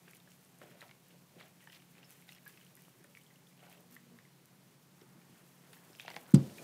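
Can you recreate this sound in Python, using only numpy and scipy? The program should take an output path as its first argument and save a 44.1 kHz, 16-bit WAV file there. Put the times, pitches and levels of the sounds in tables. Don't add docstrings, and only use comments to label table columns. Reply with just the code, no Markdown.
import sys
import numpy as np
from scipy import signal
from scipy.fft import rfft, irfft, next_fast_len
from scipy.io import wavfile
from scipy.ndimage import uniform_filter1d

SR = 44100
rng = np.random.default_rng(int(sys.argv[2]) if len(sys.argv) > 2 else 0)


def generate_wav(sig):
    pcm = np.round(np.clip(np.atleast_2d(sig).T, -1, 1) * 32767).astype(np.int16)
    wavfile.write(sys.argv[1], SR, pcm)


def field_ratio(decibels):
    return 10 ** (np.asarray(decibels, dtype=float) / 20)


N = 292383


def rms_one(x):
    return x / np.sqrt(np.mean(x ** 2) + 1e-20)


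def band(x, low_hz, high_hz):
    return signal.sosfilt(signal.butter(2, [low_hz, min(high_hz, 18000)], "band", fs=SR, output="sos"), x)


def drift(rate_hz):
    r = np.exp(-80 * np.pi * rate_hz / SR)
    slow = signal.lfilter([1], [1, -2 * r, r * r], rng.standard_normal(N // 40 + 2002))
    slow = slow[2000:]
    return np.interp(np.arange(N) / 40, np.arange(len(slow)), rms_one(slow))


def in_time(rows):
    s, *columns = np.transpose(rows)
    curves = []
    for column in columns:
        outside = [-150, -150] if column[0] < 0 else []
        curves.append(np.interp(np.arange(N) / SR, s, column, *outside))
    return curves


def ring(clicks, hz, t60):
    r = field_ratio(-60 / (t60 * SR))
    w = 2 * np.pi * min(hz, 16000) / SR
    return signal.lfilter([0, np.sin(w)], [1, -2 * r * np.cos(w), r * r], clicks + 1e-18)


def grains(level_db, centre_hz, low_hz, high_hz, per_s, cycles, scatter, spread_db, clump_db):
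    sizes = field_ratio(spread_db * np.minimum(rng.exponential(1, N), 4)) * rng.choice([-1, 1], N)
    born = rng.random(N) < per_s * field_ratio(clump_db * drift(25)) / SR
    place = (np.log(centre_hz / low_hz) + scatter * rng.standard_normal(N)) / np.log(high_hz / low_hz)
    dealt = np.round(np.clip(place, 0, 1) * 13)
    rings = 0
    for k, hz in enumerate(np.geomspace(low_hz, high_hz, 14)):
        rings = rings + ring(sizes * born * (dealt == k), hz, cycles / hz) * hz / low_hz
    rings = band(rings, 0.27 * low_hz, 1.22 * high_hz)
    return field_ratio(level_db) * rings / np.sqrt(uniform_filter1d(rings ** 2, SR // 2) + 1e-12)


def snaps(rows, noisy, side_db, crack_db, swell, reach):
    length = 4000
    out, t = np.zeros(N + length), np.arange(length) / SR
    for s, db, hz, t60 in rows:
        push = noisy * rng.standard_normal(length) * field_ratio(-60 * t / (1.5 * t60))
        push[0] += 1
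        main = ring(ring(push, hz, swell * t60), hz, .5 * t60)
        sides = ring(push, 1.44 * hz, 0.14 * t60) - ring(push, 0.61 * hz, 0.12 * t60)
        tone = main / np.abs(main).max() + field_ratio(side_db) * sides / np.abs(sides).max()
        crack = band(push * field_ratio(-60 * t / (.4 * t60)), .4 * hz, reach * hz)
        crack = band(crack, 300, 2500 + 1.4 * hz)
        contact = tone / np.abs(tone).max() + field_ratio(crack_db) * crack / np.abs(crack).max()
        at = round(s * SR)
        out[at:at + length] += field_ratio(db) * contact
    return out[:N]


def strokes(s, db, rise, fall, idle_db):
    coarse = np.arange(0, N, 32)
    late = coarse / SR - np.array(s)[:, None]
    stroke_db = np.array(db)[:, None] + np.where(late < 0, rise * late, -fall * late)
    power = np.interp(np.arange(N), coarse, np.sum(field_ratio(2 * stroke_db), axis=0))
    power = power * (idle_db > -140)
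    return 10 * np.log10(power + field_ratio(2 * idle_db))


def room(x):
    t60_s, wall_cut_hz = 0.406, 2470
    size = next_fast_len(N + SR)
    hz = np.arange(size // 2 + 1) * SR / size
    dull = 1 / (1 + 1j * hz / wall_cut_hz)
    total = 0
    for k, lag in enumerate(np.geomspace(.0083, .029, 8)):
        loop = field_ratio(-60 * lag / t60_s) * dull * np.exp(-2j * np.pi * hz * lag)
        total = total + (-1) ** k * loop / (1 - loop)
    return irfft(rfft(x, size) * total, size)[:N]


def hiss():
    # f/Hz, density/dB per Hz
    hiss_curve = [(35, -79), (60, -36), (123, -12), (175, -2.5), (206, -26), (242, -4.5), (465, -12.5),
                  (793, -15), (851, -27), (934, -15), (1350, -18), (1450, -17.5), (15600, -28)]
    hz, level_db = np.transpose(hiss_curve)
    edges = 50 * 2 ** np.arange(0, 8.6, .5)
    out, white = 0, rng.standard_normal((2, N))
    for k, (low, high) in enumerate(zip(edges, edges[1:])):
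        part = band(white[k % 2], low, high)
        part_db = np.interp(np.log(low * high) / 2, np.log(hz), level_db)
        out = out + part * field_ratio(part_db + .5 * drift(8.8))
    return field_ratio(-66.5) * rms_one(out)


def rumble():
    # f/Hz, width/Hz, level/dB
    room_modes = [
        (138.1, 6.5, -70.5),
        (177.04, 4.7, -69),
        (240, 51, -85.5),
    ]
    evenness = .6
    out = 0
    for hz, width_hz, db in room_modes:
        mode = rms_one(ring(rng.standard_normal(N), hz, 2.6 / width_hz))
        swell = np.sqrt(uniform_filter1d(mode ** 2, SR // 16) + .05)
        out = out + field_ratio(db) * rms_one(mode / swell ** evenness)
    return out


def gnawing():
    # t/s, bone crunch level/dB, crunch f/Hz, scale crackle level/dB
    bites = [(.08, -64, 2298, -67), (.15, -72, 2200, -65), (.31, -78, 2600, -64), (.63, -61, 1950, -64),
             (0.701, -64, 2140, -71), (0.814, -59, 2120, -63.5), (.895, -78, 2270, -78),
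             (1.11, -68, 2560, -75), (1.4, -56.5, 2470, -63), (1.62, -65, 2020, -68),
             (1.734, -59, 2880, -61.5), (1.975, -62, 2110, -70.5), (2.115, -61, 2280, -58),
             (2.295, -59.5, 2580, -61.5), (2.484, -60, 2290, -61), (2.6, -65, 2440, -71),
             (2.8, -66.5, 2468, -64), (3.04, -80, 1800, -75), (3.17, -71, 2300, -68),
             (3.63, -62, 1760, -65), (3.71, -61.5, 2330, -64), (3.93, -64, 1890, -62),
             (4.2, -68, 1900, -78), (5.35, -68, 1920, -69), (5.46, -74, 2490, -65),
             (5.74, -62.5, 2370, -62), (6.004, -56.5, 3030, -63), (6.088, -53.5, 2500, -66),
             (6.17, -64, 2850, -64), (6.32, -59, 1890, -57)]
    # t/s, squelch level/dB, mouth cavity f/Hz
    squeezes = [(0.0, -72, 490), (.64, -52.5, 570), (.7, -61, 428), (.835, -69, 885), (1.12, -60, 406),
                (1.38, -67, 660), (1.43, -73, 710), (1.62, -66, 420), (1.99, -62.5, 468), (2.55, -65, 430),
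                (3.0, -63.5, 327), (3.63, -62, 650), (3.67, -74, 910), (3.72, -66.5, 710),
                (3.79, -60.5, 590), (4.12, -60.5, 337), (4.66, -66, 337), (5.3, -71, 341.7),
                (5.72, -59, 408), (5.9, -60, 382), (6.09, -55.5, 765), (6.16, -55, 655), (6.32, -51.5, 537)]
    # t/s, level/dB
    mouthing = [
        (0.0, -69),
        (1.2, -71),
        (2.6, -68.5),
        (3.4, -70.5),
        (4.4, -73),
        (5.1, -71.5),
        (5.6, -67.5),
        (6.0, -63.5),
        (6.326, -62.5),
    ]
    t, (idle_db,) = np.arange(N) / SR, in_time(mouthing)
    bite_s, crunch_db, crunch_hz, crackle_db = np.transpose(bites)
    squeeze_s, squelch_db, mouth_hz = np.transpose(squeezes)
    bone_db = strokes(bite_s, crunch_db, 416, 164.5, idle_db - 6.5)
    scale_db = strokes(bite_s, crackle_db, 416, 164.5, idle_db)
    flesh_db = strokes(squeeze_s, squelch_db, 348, 118, idle_db - 5)
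    bone = grains(bone_db - 3, np.interp(t, bite_s, crunch_hz), 1300, 5800,
                  per_s=2200, cycles=12, scatter=.28, spread_db=2.2, clump_db=3.5)
    crackle = grains(scale_db - 3, 10500, 6000, 15000,
                     per_s=3500, cycles=5, scatter=.4, spread_db=2.5, clump_db=3)
    flesh = grains(flesh_db - 5.5, np.interp(t, squeeze_s, mouth_hz), 300, 1000,
                   per_s=320, cycles=4.2, scatter=0.21, spread_db=2.0, clump_db=1.5)
    return bone + crackle + flesh


def smacks():
    # t/s, peak level/dB, f/Hz, t60/s
    smack_rows = [(0.077, -52, 363, 0.038), (0.275, -72, 322, 0.0196), (0.6162, -48, 563, 0.07),
                  (0.825, -48.5, 593, 0.04), (.846, -63, 900, 0.0245), (1.673, -53.5, 890, 0.051),
                  (1.767, -52, 310, 0.024), (2.29, -59, 770, 0.042), (2.9, -55, 356, 0.041),
                  (2.958, -54, 320, 0.039), (3.042, -60.5, 565, 0.16), (3.628, -55, 680, 0.055),
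                  (5.017, -48.5, 390, 0.074), (5.878, -66, 344, 0.052), (6.05, -44, 785, 0.039),
                  (6.0805, -40, 670, 0.038), (6.082, -38, 1000, 0.014), (6.1025, -48, 920, 0.029),
                  (6.143, -43, 800, 0.016), (6.165, -35.5, 840, 0.025), (6.166, -50, 1030, 0.043),
                  (1.411, -49, 1130, 0.021), (.838, -52, 1050, .025)]
    return snaps(smack_rows, noisy=0.029, side_db=-8, crack_db=-4, swell=0.015, reach=8.6)


def teeth():
    # t/s, peak level/dB, f/Hz, t60/s
    clicks = [(.0795, -49, 1590, 0.012), (.1336, -47.5, 2260, 0.013), (.616, -45.5, 1750, 0.017),
              (.7144, -54, 1640, 0.01), (.817, -41, 2120, 0.013), (.8935, -50, 2210, 0.019),
              (.9115, -50, 2245, 0.017), (1.4105, -45.5, 2050, 0.0075), (1.606, -55, 3100, 0.011),
              (1.6727, -46.5, 1840, 0.025), (1.6996, -54, 1870, 0.018), (1.729, -49, 3100, 0.013),
              (1.8213, -53.5, 2980, 0.012), (1.982, -56, 2750, 0.018), (2.03, -51, 2800, 0.017),
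              (2.2907, -47.5, 2020, 0.021), (2.322, -47.5, 2830, 0.011), (2.383, -54, 2150, 0.012),
              (2.4655, -50.5, 1675, 0.034), (2.5743, -48.5, 2580, 0.014), (2.6123, -56, 2980, 0.015),
              (2.8823, -49.5, 1090, 0.0074), (3.044, -49, 1770, 0.016), (3.1505, -45, 2565, 0.012),
              (3.1712, -46, 2260, 0.0166), (3.5932, -56, 3140, 0.012), (3.716, -55, 2540, 0.016),
              (3.968, -60, 1880, 0.018), (4.1877, -49, 2000, 0.015), (5.7326, -49.5, 1740, 0.013)]
    # t/s, peak level/dB, f/Hz
    nibbles = [(0.201, -56.5, 3700), (.2744, -55, 1710), (1.106, -59, 2920), (1.4628, -56, 2950),
               (1.625, -62, 1940), (1.801, -57, 2990), (1.952, -58, 2370), (2.2218, -56.5, 2260),
               (2.7727, -55, 1970), (2.8504, -55, 2980), (3.264, -57, 3330), (3.303, -59, 2070),
               (3.3581, -57.5, 2870), (3.47, -58, 3460), (3.576, -59, 3020), (3.727, -50, 2630),
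               (3.778, -58, 2830), (2.665, -55.5, 3030), (3.214, -58, 3070), (4.2515, -57.5, 2105),
               (5.216, -72, 1571), (5.6367, -59, 2040)]
    nibble_t60_s = 0.018
    rows = [tuple(row) for row in clicks] + [(*row, nibble_t60_s) for row in nibbles]
    return snaps(rows, noisy=0.1, side_db=-9, crack_db=-7, swell=.12, reach=2.6)


def nips():
    # t/s, peak level/dB, f/Hz, t60/s
    nip_rows = [(.082, -48, 2950, .008), (.1135, -58, 1900, 0.011), (.277, -58, 850, 0.018),
                (.8935, -54, 2700, 0.013), (.9115, -50, 2780, 0.013), (1.606, -57, 1700, .01),
                (1.674, -54, 3070, .01), (1.982, -50, 2300, 0.0035), (2.035, -54, 1900, 0.0066),
                (2.0395, -51, 2300, 0.0031), (2.494, -54, 2600, .004), (2.612, -58, 1950, .01),
                (2.383, -53, 3020, 0.011), (2.462, -59, 1600, 0.013), (3.716, -53, 3480, .01),
                (5.998, -37.5, 2930, 0.0068), (6.049, -48, 700, .01), (6.1026, -40, 4200, .003),
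                (6.111, -51, 900, 0.014), (6.136, -54, 1900, 0.0054), (6.171, -45.5, 895, 0.022),
                (6.175, -49, 3000, .006)]
    return snaps(nip_rows, noisy=.07, side_db=-6, crack_db=-5, swell=.1, reach=2.2)


def scales():
    # t/s, peak level/dB, f/Hz
    scale_rows = [(0.1101, -45.5, 10100), (0.1493, -48, 11500), (.1695, -57, 9900), (0.201, -51, 12300),
                  (0.4493, -52.5, 9300), (.587, -49, 9300), (0.81, -48, 7700), (1.084, -50, 13300),
                  (1.6406, -53, 12200), (1.723, -50, 11100), (2.1065, -41.5, 11400), (2.2157, -56, 9700),
                  (2.3221, -50, 12100), (2.3494, -47, 11600), (2.455, -49, 12600), (2.4783, -39.5, 11650),
                  (2.5654, -52, 13900), (2.649, -50, 9500), (2.7529, -44, 13400), (2.8203, -46, 13970),
                  (3.042, -52.5, 9700), (3.236, -52, 8440), (3.699, -48, 10600), (3.7269, -49, 14400),
                  (3.807, -47, 14600), (3.911, -50, 14000), (3.924, -47.5, 14600), (3.9454, -48, 13300),
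                  (4.457, -51, 9140), (5.7302, -48, 9300)]
    rows = [(s, db, hz, .003) for s, db, hz in scale_rows]
    return snaps(rows, noisy=0.6, side_db=-2, crack_db=-20, swell=.05, reach=2.6)


def flakes():
    # t/s, peak level/dB, f/Hz
    flake_rows = [(0.1102, -57, 12500), (0.1487, -63, 14039), (0.1487, -60, 11455), (0.169, -56, 9500),
                  (0.3185, -62, 7100), (0.809, -65, 9216), (0.8119, -62, 13264), (1.4824, -62, 13522),
                  (2.0941, -62, 10594), (2.1057, -58, 9388), (2.1217, -59, 7579), (2.1253, -61, 13350),
                  (2.2146, -60, 12230), (2.478, -60, 13436), (2.4852, -62, 9043), (2.766, -60, 8613),
                  (2.7668, -60, 12144), (2.8205, -62, 8613), (3.041, -56, 9474), (3.9517, -52, 13178),
                  (4.4567, -59, 14400), (5.7309, -59, 9700), (5.9965, -69, 7665), (5.9965, -62, 11455),
                  (6.1017, -59, 11714), (6.1489, -62, 10938), (6.1607, -66, 9474), (6.1619, -65, 12661),
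                  (6.1627, -64, 10852), (6.1714, -62, 9388)]
    rows = [(s, db + 7, hz, .005) for s, db, hz in flake_rows]
    return snaps(rows, noisy=0.45, side_db=-1.5, crack_db=-18, swell=0.15, reach=1.2)


def splinters():
    # t/s, peak level/dB, f/Hz
    splinter_rows = [(0.156, -59, 3014), (0.304, -63, 5598), (0.317, -63, 5598), (1.4258, -59, 4048),
                     (1.6254, -58, 1894), (1.6965, -62, 5254), (1.6986, -54, 3020), (1.7269, -65, 5081),
                     (1.7267, -60, 1981), (1.769, -65, 5167), (1.8207, -60.5, 1740), (2.047, -60, 5230),
                     (2.113, -63, 6201), (2.2907, -49, 3800), (2.348, -60, 3014), (2.3488, -58, 5340),
                     (2.3553, -61, 5512), (2.3633, -58, 3130), (2.364, -65, 1820), (2.462, -53.5, 1690),
                     (2.4728, -56, 1636), (2.478, -66, 6201), (2.5382, -60, 2325), (2.7914, -60, 2060),
                     (3.3088, -62, 2067), (3.5932, -69, 2928), (3.603, -59, 2940), (3.6629, -63, 4134),
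                     (3.6665, -62, 1550), (3.6818, -60, 2756), (3.7507, -60, 2928), (3.774, -61, 3000),
                     (3.9648, -47.5, 1960), (5.0126, -63, 3730), (5.0146, -57, 5426), (5.2157, -60, 2411),
                     (5.7665, -61, 1820), (5.9508, -57, 5857), (5.9588, -53, 5254), (5.9878, -58, 3014),
                     (5.9976, -41, 2570), (6.0045, -60, 5684), (6.0052, -45, 3570), (6.0146, -63, 6029),
                     (6.0495, -65, 6459), (6.059, -55, 5943), (6.0611, -50, 2600), (6.0872, -51, 4220),
                     (6.0936, -50, 2900), (6.1033, -47, 5000), (6.1119, -49, 2160), (6.1162, -54, 5598),
                     (6.1424, -52, 3600), (6.1431, -50, 1981), (6.162, -59, 6400), (6.1772, -58, 5081),
                     (6.264, -58, 4565), (6.265, -62, 2000), (6.2955, -64, 4134), (6.3071, -55, 6115)]
    cycles = 44
    rows = [(s, db + 2.5, hz, cycles / hz) for s, db, hz in splinter_rows]
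    return snaps(rows, noisy=.1, side_db=-7, crack_db=-10, swell=.2, reach=1.8)


def ticks():
    # t/s, peak level/dB, f/Hz, t60/s
    tick_rows = [(0.303, -63, 5600, 0.037), (0.808, -46.5, 3900, 0.0069), (1.4, -55, 4080, 0.018),
                 (1.6891, -64, 5280, 0.0123), (1.722, -57, 5240, 0.0125), (1.7494, -68.5, 4860, 0.0118),
                 (2.043, -57, 5250, 0.048), (2.1131, -62, 6200, 0.0136), (2.329, -55, 5500, 0.0136),
                 (5.44, -60, 4460, 0.0101), (5.7326, -47.5, 4100, 0.0074)]
    return snaps(tick_rows, noisy=0.46, side_db=-16, crack_db=-25, swell=0.018, reach=2.6)


def tear():
    # t/s, peak level/dB, f/Hz, t60/s
    tear_rows = [(.3175, -54, 3040, 0.0062), (0.8258, -45, 1440, 0.017), (.882, -54, 4830, 0.0046),
                 (.916, -57, 4200, .005), (1.7695, -47.5, 2500, 0.0025), (5.0135, -52, 1350, 0.003),
                 (5.9314, -52, 5260, 0.0097), (5.9511, -46.5, 2990, 0.0057), (5.9972, -61, 2560, 0.017),
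                 (6.009, -51, 2200, 0.011), (6.016, -50, 2400, 0.0065), (6.0803, -31.5, 1920, 0.012),
                 (6.1022, -37, 2210, 0.01), (6.1428, -45, 1900, 0.0045), (6.1622, -37, 4380, 0.0019),
                 (6.1648, -31.5, 2270, 0.0085), (6.174, -47, 2000, 0.006), (6.257, -52, 1740, 0.0072),
                 (6.2906, -54, 1400, 0.035)]
    return snaps(tear_rows, noisy=.07, side_db=-6, crack_db=-4, swell=.12, reach=2.6)


def paws():
    # t/s, peak level/dB, f/Hz, t60/s
    paw_rows = [
        (0.708, -47.5, 168, 0.065),
        (1.364, -46, 184, 0.052),
        (5.07, -54.5, 145, 0.42),
        (5.153, -55, 222, 0.16),
        (5.18, -50, 213, 0.045),
        (5.294, -51, 161, 0.17),
        (5.33, -52, 222, 0.047),
        (5.436, -49, 150, 0.054),
        (6.165, -47, 208, 0.1),
        (6.606, -44, 171, 0.15),
    ]
    knocks = snaps(paw_rows, noisy=0.027, side_db=4.5, crack_db=-31, swell=0.017, reach=4.3)
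    return band(knocks, 163.0, 480)


def hollow():
    openings = [
        (0.71, 0.098, -67.5, 590, 605),
        (0.83, 0.064, -71, 727, 729),
        (1.316, .18, -67, 540, 699),
        (3.578, 0.18, -68.5, 612, 756),
    ]
    width_hz = 106
    t, out = np.arange(N) / SR, 0
    even, odd = drift(width_hz), drift(width_hz)
    for s, length, db, from_hz, to_hz in openings:
        done = np.clip((t - s) / length, 0, 1)
        phase = 2 * np.pi * np.cumsum(from_hz + (to_hz - from_hz) * done) / SR
        swell = np.sqrt(np.abs(np.sin(np.pi * done))) * (done < 1)
        out = out + field_ratio(db) * swell * (even * np.cos(phase) + odd * np.sin(phase))
    return out


def groan():
    # t/s, f/Hz, level/dB
    groan_curve = [
        (3.8, 255, -93),
        (3.832, 240, -77),
        (3.898, 224, -72),
        (3.932, 244.6, -66),
        (3.986, 238.4, -76),
        (4.142, 240, -66),
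        (4.192, 213, -80.5),
        (4.22, 208, -71),
    ]
    pitch_hz, level_db = in_time(groan_curve)
    phase = 2 * np.pi * np.cumsum(pitch_hz * (1 + 0.03 * drift(33))) / SR
    return np.sqrt(2) * field_ratio(level_db) * (np.sin(phase) + field_ratio(-15.0) * np.sin(2 * phase))


def drag():
    # t/s, level/dB
    drag_curve = [
        (4.95, -73),
        (5.05, -74.5),
        (5.32, -71),
        (5.55, -76),
        (5.8, -68),
        (5.94, -70.5),
        (6.0, -94),
        (6.326, -63),
    ]
    level_db, = in_time(drag_curve)
    return grains(level_db, 1300, 580, 1900, per_s=4800, cycles=4.3, scatter=.35, spread_db=2.5, clump_db=3.5)


def thump():
    # t/s, blow level/dB
    blows = [
        (6.33671, 11.8),
        (6.36254, 4.4),
        (6.44006, -22),
    ]
    # f/Hz, level/dB, t60/s
    boards = [(98.0, -34.2, .34), (138.4, -17.5, .29), (171.8, -18.7, .2), (196.5, -31, .3),
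              (214.2, -33, .45), (226.2, -20, .104), (242.4, -39.9, .45), (257.9, -22.9, .165),
              (287.9, -16.5, .171), (304.4, -30.2, .262), (341.3, -16.8, .083), (353.8, -28.2, .269),
              (421.5, -31, .25), (534.7, -14.1, .193)]
    contact_s = 0.001
    force = np.zeros(N)
    for s, db in blows:
        force[round(s * SR)] = field_ratio(db)
    r = np.exp(-1 / (contact_s * SR))
    force = signal.lfilter([(1 - r) ** 2], [1, -2 * r, r * r], force + 1e-18)
    blow = 0
    for hz, db, t60 in boards:
        side = np.sign(200.25 - hz)
        blow = blow + side * field_ratio(db) * ring(force, hz, t60)
    blow = signal.sosfilt(signal.butter(4, 330, fs=SR, output="sos"), blow)
    return blow + field_ratio(-36) * room(blow)


def slap():
    # t/s, peak level/dB, f/Hz, t60/s
    slap_rows = [(6.337, -64, 9000, 0.0067), (6.3385, -44, 4000, 0.005), (6.341, -38, 8000, .006),
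                 (6.3445, -25, 8360, 0.0058), (6.3455, -31, 4470, 0.0063), (6.3445, -30.5, 1550, 0.005),
                 (6.3462, -32, 9570, 0.0092), (6.3495, -35, 7500, 0.0038), (6.3535, -40, 9200, .005),
                 (6.354, -42, 4900, 0.023), (6.36, -46, 5150, 0.014), (6.498, -51, 3000, 0.0078),
                 (6.5824, -44.5, 2410, 0.034)]
    return snaps(slap_rows, noisy=0.28, side_db=-5, crack_db=-8, swell=.04, reach=1.5)


def settle():
    # t/s, strength level/dB
    settle_curve = [
        (6.349, -40.5),
        (6.365, -60),
        (6.547, -60.5),
        (6.581, -57.5),
        (6.603, -60),
        (6.63, -57.5),
    ]
    rustle_db, = in_time(settle_curve)
    late = np.maximum(np.arange(N) / SR - settle_curve[0][0], 0)
    flap_db = np.minimum(rustle_db + 3 + 17 * np.exp(-late / 0.065), -44)
    share = np.clip(0.62 * (1 - np.exp(-late / 0.11)), 0, 1)
    dull = rms_one(band(rng.standard_normal(N), 800, 5700))
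    bright = rms_one(band(rng.standard_normal(N), 5400, 14700))
    rustle = (np.sqrt(1 - share) * dull + np.sqrt(share) * bright) * field_ratio(rustle_db + 0.63 * drift(31))
    flap = rms_one(band(rng.standard_normal(N), 110, 570)) * field_ratio(flap_db + 2.6 * drift(21))
    return rustle + flap


def scene():
    near = gnawing() + smacks() + teeth() + nips() + scales() + flakes() + splinters()
    near = near + ticks() + tear() + paws() + hollow() + groan() + slap()
    bed = hiss() + rumble() + drag() + settle()
    return (near + field_ratio(-18.5) * room(near) + thump() + bed)[None]


def top_cut(x):
    return signal.sosfilt(signal.butter(12, 15730, fs=SR, output="sos"), x)


def record(dry):
    x = signal.sosfilt(signal.butter(8, 95, "high", fs=SR, output="sos"), dry)
    x = signal.sosfilt(signal.ellip(8, .5, 60, 15600, fs=SR, output="sos"), x)
    x = x + field_ratio(-70.0) * signal.lfilter([.05], [1, -.95], rng.standard_normal(x.shape))
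    return top_cut(x)


dry = scene()
out = record(dry)
generate_wav(out)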